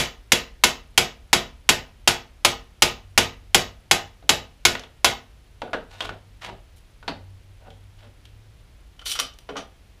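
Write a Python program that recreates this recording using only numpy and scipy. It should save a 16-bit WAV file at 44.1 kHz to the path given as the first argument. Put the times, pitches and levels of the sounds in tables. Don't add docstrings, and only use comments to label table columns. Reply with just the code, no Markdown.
import sys
import numpy as np
from scipy import signal
from scipy.fft import rfft, irfft
from scipy.io import wavfile
from scipy.ndimage import uniform_filter1d

SR = 44100
rng = np.random.default_rng(int(sys.argv[2]) if len(sys.argv) > 2 else 0)


def wav_record(signal):
    frames = np.transpose(np.atleast_2d(signal))
    bounded = np.clip(frames, -1, 1)
    quanta = np.round(bounded * 32767).astype(np.int16)
    wavfile.write(sys.argv[1], SR, quanta)


N = 440986
LEAD = SR // 4

HAMMER_BLOWS = [(-0.018, -1, 0.5, -1.5), (0.3197, -0.5, 0.34, -2), (0.6375, -0.5, 0.46, -0.5),
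                (0.977, -0.75, 0, 1), (1.33, -0.34, -0.46, 2), (1.6908, -0.5, 0.2, 0),
                (2.0755, -0.5, -0.04, -1), (2.4485, -0.5, -0.03, -2.5), (2.8219, -0.2, 0.17, 0.5),
                (3.177, 1, -0.64, -3.5), (3.5458, 0.6, 0, 0), (3.912, -1.06, -0.1, 2),
                (4.2923, -1, -0.26, 1.5), (4.6517, 0.14, -0.16, 0), (5.0453, -0.1, -0.5, 1)]
# (frequency [Hz], gain [dB])
CRACK_SPECTRUM = [(40, 7), (120, 9.5), (260, 8), (500, 17), (850, 25.5), (1200, 23.5), (1800, 23.5),
                  (3100, 27.5), (4300, 23), (7200, 21), (8300, 12), (10300, 16.5), (12500, 6.5), (15500, 6)]
# (frequency [Hz], level [dB], t60 [s])
PART_MODES = [(793, -15.5, .055), (966, -23, 0.054), (1470, -24.5, 0.16), (2184, -16, 0.078),
              (2450, -26, 0.05), (2560, -22.5, .06), (3250, -15.5, .055), (3350, -23, 0.15),
              (3834, -26, 0.19), (4950, -27.5, 0.12), (7440, -20, .06), (7750, -25.5, .07),
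              (11550, -34, 0.14), (13400, -24.5, 0.029)]
# (frequency [Hz], level [dB], t60 [s])
BED_MODES = [(37.77, -46, 0.96), (57, -38, .7), (92, -32, 0.29), (149, -36, 0.42), (154, -36, 0.097),
             (217.3, -36.5, .42), (257, -35, 0.45), (355, -25, 0.27), (461, -31, 0.37), (657, -32, .3),
             (773, -33, 0.08), (1240, -34, 0.35)]
# (time [s], level [dB], tilt [dB/oct], crack t60 [s], spot note [Hz])
BED_KNOCKS = [(4.226, -20.5, -7.5, 0.038, 3900), (4.752, 5, -0.8, .022, 1900),
              (4.795, -7.5, 3, 0.022, 6060), (4.836, -10, -1.5, 0.036, 3400), (5.6186, 3.5, -3, 0.03, 726),
              (5.678, -15, -9, .11, 1490), (5.732, 9.5, -3.5, 0.084, 1580), (6.006, 6, 0.5, 0.028, 3260),
              (6.092, 1, -2.5, 0.037, 1385), (7.028, -13.5, -2.5, 0.045, 1400),
              (7.079, 9.5, -2.5, 0.093, 4390), (7.704, -21.5, 3, 0.034, 3300), (8.253, -22, 6, .038, 3130),
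              (8.993, -17, 2, 0.04, 3100), (9.015, -16.5, 2, 0.073, 1350), (9.06, -3, 4.5, 0.085, 4330),
              (9.153, -1, 5, 0.1, 1280), (9.1903, 5.5, 3, 0.029, 5600), (9.1978, 6.5, 7.5, 0.055, 1190),
              (9.338, -35, 8, .04, 6500), (9.3875, -21, 6.5, 0.018, 14500), (9.49, -1, -4, 0.1, 412),
              (9.556, -3.5, -5.5, 0.12, 1210), (9.5667, 3, -0.5, 0.17, 6330)]
# (start [s], end [s], level [dB], tilt [dB/oct], spot note [Hz])
STEEL_SLIDES = [(5.867, 6.066, -6.5, 2, 800), (5.994, 6.093, 3.5, 0.8, 1100), (6.407, 6.488, 3, 1, 2000),
                (6.471, 6.506, -3, -3, 915), (6.756, 6.8, -34.5, 11.5, 10500), (7.585, 7.72, -19, -6, 500),
                (7.656, 7.696, -17.5, -9, 750), (7.748, 7.947, -32, 0.5, 3510), (7.96, 8.077, -20, 2, 3500),
                (7.998, 8.093, -15.5, -4, 280), (9.045, 9.128, -6, 11.5, 3100),
                (9.086, 9.157, -1.5, 10, 3560)]
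# (frequency [Hz], gain [dB])
CONTACT_SPECTRUM = [(50, -14.5), (250, -11), (750, 5), (1700, 0), (3500, -0.5), (5500, -10.5), (11000, -25),
                    (16000, -34)]
# (frequency [Hz], peak [dB], t60 [s])
SEATED_MODES = [(160, -0.5, 0.098), (247, 2, 0.092), (458, -2.5, .2), (946, -2, 0.15), (1470, 5.5, 0.09),
                (2720, -5, 0.034), (2970, -5.5, .06), (3695, -6, .06)]
# (frequency [Hz], peak [dB], t60 [s])
LOOSE_MODES = [(257, 7, 0.073), (473, -1, 0.1), (634, 0.5, 0.075), (1204, -2.5, 0.04), (1390, 2, 0.02),
               (2509, -21, 0.21), (3040, 5.5, 0.018), (3600, -2, 0.072), (4450, 2, 0.075),
               (4820, 10.5, 0.17), (5740, 8.5, 0.018), (9240, 8.5, 0.017), (11460, -6, 0.018)]
# (frequency [Hz], t60 [s])
ROOM_DECAY = [(100, 0.35), (400, 0.2849), (1000, 0.3163), (3000, 0.2634), (6000, 0.2566), (10000, 0.1371),
              (15000, 0.29)]
# (frequency [Hz], level re direct [dB])
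ROOM_SPECTRUM = [(60, 4), (200, 11), (500, 4.5), (1000, -8.5), (3000, -6), (6000, -9.5), (11000, -8),
                 (15000, -11.5)]
# (start [s], length [s], first pitch [Hz], last pitch [Hz], level [dB])
ENGINE_PULLS = [(2.799, 1.7, 94, 94.6, -51), (5.8, 1.02, 97, 112.4, -47), (6.954, 1.95, 95, 114.2, -48)]
# (frequency [Hz], relative density [dB])
FLOOR_SPECTRUM = [(12, -26.5), (24, -1), (45, 5), (65, 0), (100, -5.5), (150, -14), (240, -20), (600, -24),
                  (1100, -28.5), (1700, -29), (2300, -28.5), (3200, -29.5), (8500, -40.5), (15000, -45.5)]


def hammer(likeness=0.76, crack_t60_s=0.055, clang_send_db=-7, bed_rise_s=0.0035,
           thud_db=-26, thud_hz=185, thud_delay_s=0.014, thud_width_s=0.0035):
    direct, send = np.zeros((2, N + LEAD))
    same_spot = crack(crack_t60_s)
    for time_s, level_db, tilt_db_oct, ring_db in HAMMER_BLOWS:
        tone = tilted(level_db, tilt_db_oct, np.transpose(CRACK_SPECTRUM)[0])
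        contact = likeness * same_spot + np.sqrt(1 - likeness ** 2) * crack(crack_t60_s)
        add(direct, time_s, colour(colour(contact, CRACK_SPECTRUM), tone))
        add(send, time_s, colour(colour(all_round(contact), CRACK_SPECTRUM), tone))
        clang = gain_of(ring_db) * colour(ring(PART_MODES, spread_db=3, size=8192), tone)
        add(direct, time_s, clang)
        add(send, time_s, gain_of(clang_send_db) * clang)
        boom = ring(BED_MODES, spread_db=1.2)
        t = np.arange(len(boom)) / SR
        boom *= 1 - np.exp(-t / bed_rise_s)
        pulse = np.exp(-((t - thud_delay_s) / thud_width_s) ** 2)
        thud = gain_of(thud_db) * pulse * np.sin(2 * np.pi * thud_hz * t)
        add(direct, time_s, gain_of(lookup(tone, thud_hz)) * (thud + boom))
    return np.array([direct, send])


def crack(t60_s, size=4096):
    burst = rng.standard_normal(size) * fade(np.arange(size) / SR, t60_s)
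    power = uniform_filter1d(abs(rfft(burst)) ** 2, size=45)
    return min_phase(burst, 1 / np.sqrt(power + 1e-12))[:size]


def all_round(contact, uneven=0.4):
    return np.sqrt(1 - uneven ** 2) * signal.unit_impulse(len(contact)) + uneven * contact


def ring(modes, spread_db, detune=0.004, size=24576):
    hz, db, t60_s = np.transpose(modes)[:, :, None]
    pitch, strength, side = rng.standard_normal((3, len(modes), 1))
    t = np.arange(size) / SR
    envelope = gain_of(db + spread_db * strength) * fade(t, t60_s)
    return (np.sign(side) * envelope * np.sin(2 * np.pi * hz * (1 + detune * pitch) * t)).sum(0)


def tilted(level_db, tilt_db_oct, hz, pivot_hz=1700):
    return np.c_[hz, level_db + tilt_db_oct * np.log2(np.clip(hz, 600, 11000) / pivot_hz)]


def knocks(note_db=4, note_cycles=38):
    direct, send = np.zeros((2, N + LEAD))
    for time_s, level_db, tilt_db_oct, t60_s, note_hz in BED_KNOCKS:
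        contact = crack(t60_s)
        spot_mode = [(note_hz, note_db, note_cycles / note_hz)]
        for bus, drive in (direct, contact), (send, all_round(contact)):
            spot = resonate(drive, spot_mode)
            add(bus, time_s, handled_part(spot, time_s, level_db, tilt_db_oct, note_hz))
    return np.array([direct, send])


def slides(grain_db=2.0, catches_per_s=1100, hiss_db=-3, chatter_db=3, chatter_hz=90):
    out = np.zeros(N + LEAD)
    hits = rng.random(N) < catches_per_s / SR
    catches = hits * gain_of(grain_db * np.minimum(rng.exponential(1, N), 3))
    grit = evened(catches * rng.choice([-1, 1], N)) + gain_of(hiss_db) * rng.standard_normal(N)
    grit *= gain_of(chatter_db * drift(chatter_hz))
    for start_s, end_s, level_db, tilt_db_oct, note_hz in STEEL_SLIDES:
        stroke = grit[round(start_s * SR):][:round((end_s - start_s) * SR)]
        stroke = stroke * signal.windows.tukey(len(stroke), 0.7)
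        stroke /= np.linalg.norm(stroke)
        add(out, start_s, handled_part(stroke, start_s, level_db, tilt_db_oct, note_hz))
    return np.array([out, out])


def handled_part(drive, time_s, level_db, tilt_db_oct, note_hz, loose_from_s=8.6, lift_db=4,
                 width_oct=0.45):
    hz = np.geomspace(40, 16000, 120)
    spot_db = lift_db * np.exp(-(np.log2(hz / note_hz) / width_oct) ** 2)
    rung = resonate(drive, SEATED_MODES if time_s < loose_from_s else LOOSE_MODES)
    return colour(rung, tilted(level_db + lookup(CONTACT_SPECTRUM, hz) + spot_db, tilt_db_oct, hz))


def resonate(drive, modes, size=12000):
    hz, db, t60_s = np.transpose(modes)[:, :, None]
    t = np.arange(size) / SR
    decay = fade(t, t60_s)
    decay /= decay.sum(1, keepdims=True)
    body = (2 * gain_of(db) * decay * np.cos(2 * np.pi * hz * t)).sum(0)
    body[0] += 1
    return signal.fftconvolve(drive, body)


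def workshop(send, sway_hz=0.37):
    sway = 2 * np.pi * sway_hz * np.arange(len(send)) / SR
    feeds = [np.ones(len(send)), np.cos(sway), np.sin(sway), np.cos(2 * sway), np.sin(2 * sway)]
    reflections = sum(signal.oaconvolve(send * feed, room_tail())[:len(send)] for feed in feeds)
    return reflections / np.sqrt(np.sum(np.square(feeds), 0))


def room_tail(first_echo_s=0.004, build_s=0.011, echoes_per_s=5000, size=32768):
    t = np.arange(size) / SR
    echoes = rng.standard_normal(size) * (rng.random(size) < echoes_per_s / SR)
    echoes *= np.clip((t - first_echo_s) / build_s, 0, 1)
    hz, frame_s, bands = signal.stft(echoes, SR, nperseg=256)
    bands *= fade(frame_s, lookup(ROOM_DECAY, hz)[:, None])
    tail = signal.istft(bands, SR, nperseg=256)[1][:size]
    power = uniform_filter1d(abs(rfft(tail)) ** 2, size=100)
    gain = gain_of(lookup(ROOM_SPECTRUM, np.fft.rfftfreq(size, 1 / SR)))
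    return min_phase(tail, gain / np.sqrt(power + 1e-16))


def engine(ramp_s=0.3, fade_db=-12.5, rev_curve=2.1, waver=0.4, waver_hz=7):
    out = np.zeros(N + LEAD)
    for start_s, length_s, first_hz, last_hz, level_db in ENGINE_PULLS:
        t = np.arange(0, length_s, 1 / SR)
        revs = (t / length_s) ** rev_curve
        ramp = np.minimum(np.minimum(t, length_s - t) / ramp_s, 1)
        phase = 2 * np.pi * np.cumsum(first_hz + (last_hz - first_hz) * revs) / SR
        add(out, start_s, np.sqrt(2) * ramp * gain_of(level_db + fade_db * revs) * np.sin(phase))
    return out[LEAD:] * (1 + waver * drift(waver_hz))


def background(floor_db=-49.5, whine_db=-80, whine_hz=10520, width_hz=170, throb_hz=30):
    t, hz = np.arange(N) / SR, np.fft.rfftfreq(N, 1 / SR)
    floor = noise(gain_of(lookup(FLOOR_SPECTRUM, hz)))
    throb = (1 + np.sin(2 * np.pi * throb_hz * t)) ** 2
    whine = throb * noise(np.exp(-((hz - whine_hz) / width_hz) ** 2))
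    return gain_of(floor_db) * floor + gain_of(whine_db) * evened(whine)


def noise(gain):
    return evened(irfft(rfft(rng.standard_normal(N)) * gain, N))


def drift(width_hz):
    return noise(np.exp(-(np.fft.rfftfreq(N, 1 / SR) / width_hz) ** 2))


def colour(x, table, size=4096):
    return min_phase(x, gain_of(lookup(table, np.fft.rfftfreq(size, 1 / SR))))


def min_phase(x, gain):
    log_gain = np.log(np.maximum(np.r_[gain, gain[-2:0:-1]], 1e-6))
    taps = np.fft.ifft(np.exp(np.conj(signal.hilbert(log_gain)))).real
    return signal.fftconvolve(x, taps[:len(gain)])


def lookup(table, hz):
    table_hz, value = np.transpose(table)
    return np.interp(np.log(hz + 1), np.log(table_hz + 1), value)


def add(mix, time_s, sound):
    span = mix[LEAD + round(time_s * SR):][:len(sound)]
    span += sound[:len(span)]


def fade(t, t60_s):
    return np.exp(-np.log(1000) * t / t60_s)


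def gain_of(db):
    return 10 ** (np.asarray(db) / 20)


def evened(x):
    return x / np.sqrt(np.mean(x ** 2) + 1e-20)


def scene(handling_db=-2):
    direct, send = hammer() + gain_of(handling_db) * (knocks() + slides())
    work = (direct + workshop(send))[LEAD:]
    return (work + engine() + background())[None]


def record(dry, ceiling=1.0, cutoff_hz=15350):
    squashed = dry / (1 + (dry / ceiling) ** 4) ** (1 / 4)
    lowpass = signal.firwin(401, cutoff_hz, window=("kaiser", 8), fs=SR)
    return signal.oaconvolve(squashed, lowpass[None], "same")


dry = scene()
out = record(dry)
wav_record(out)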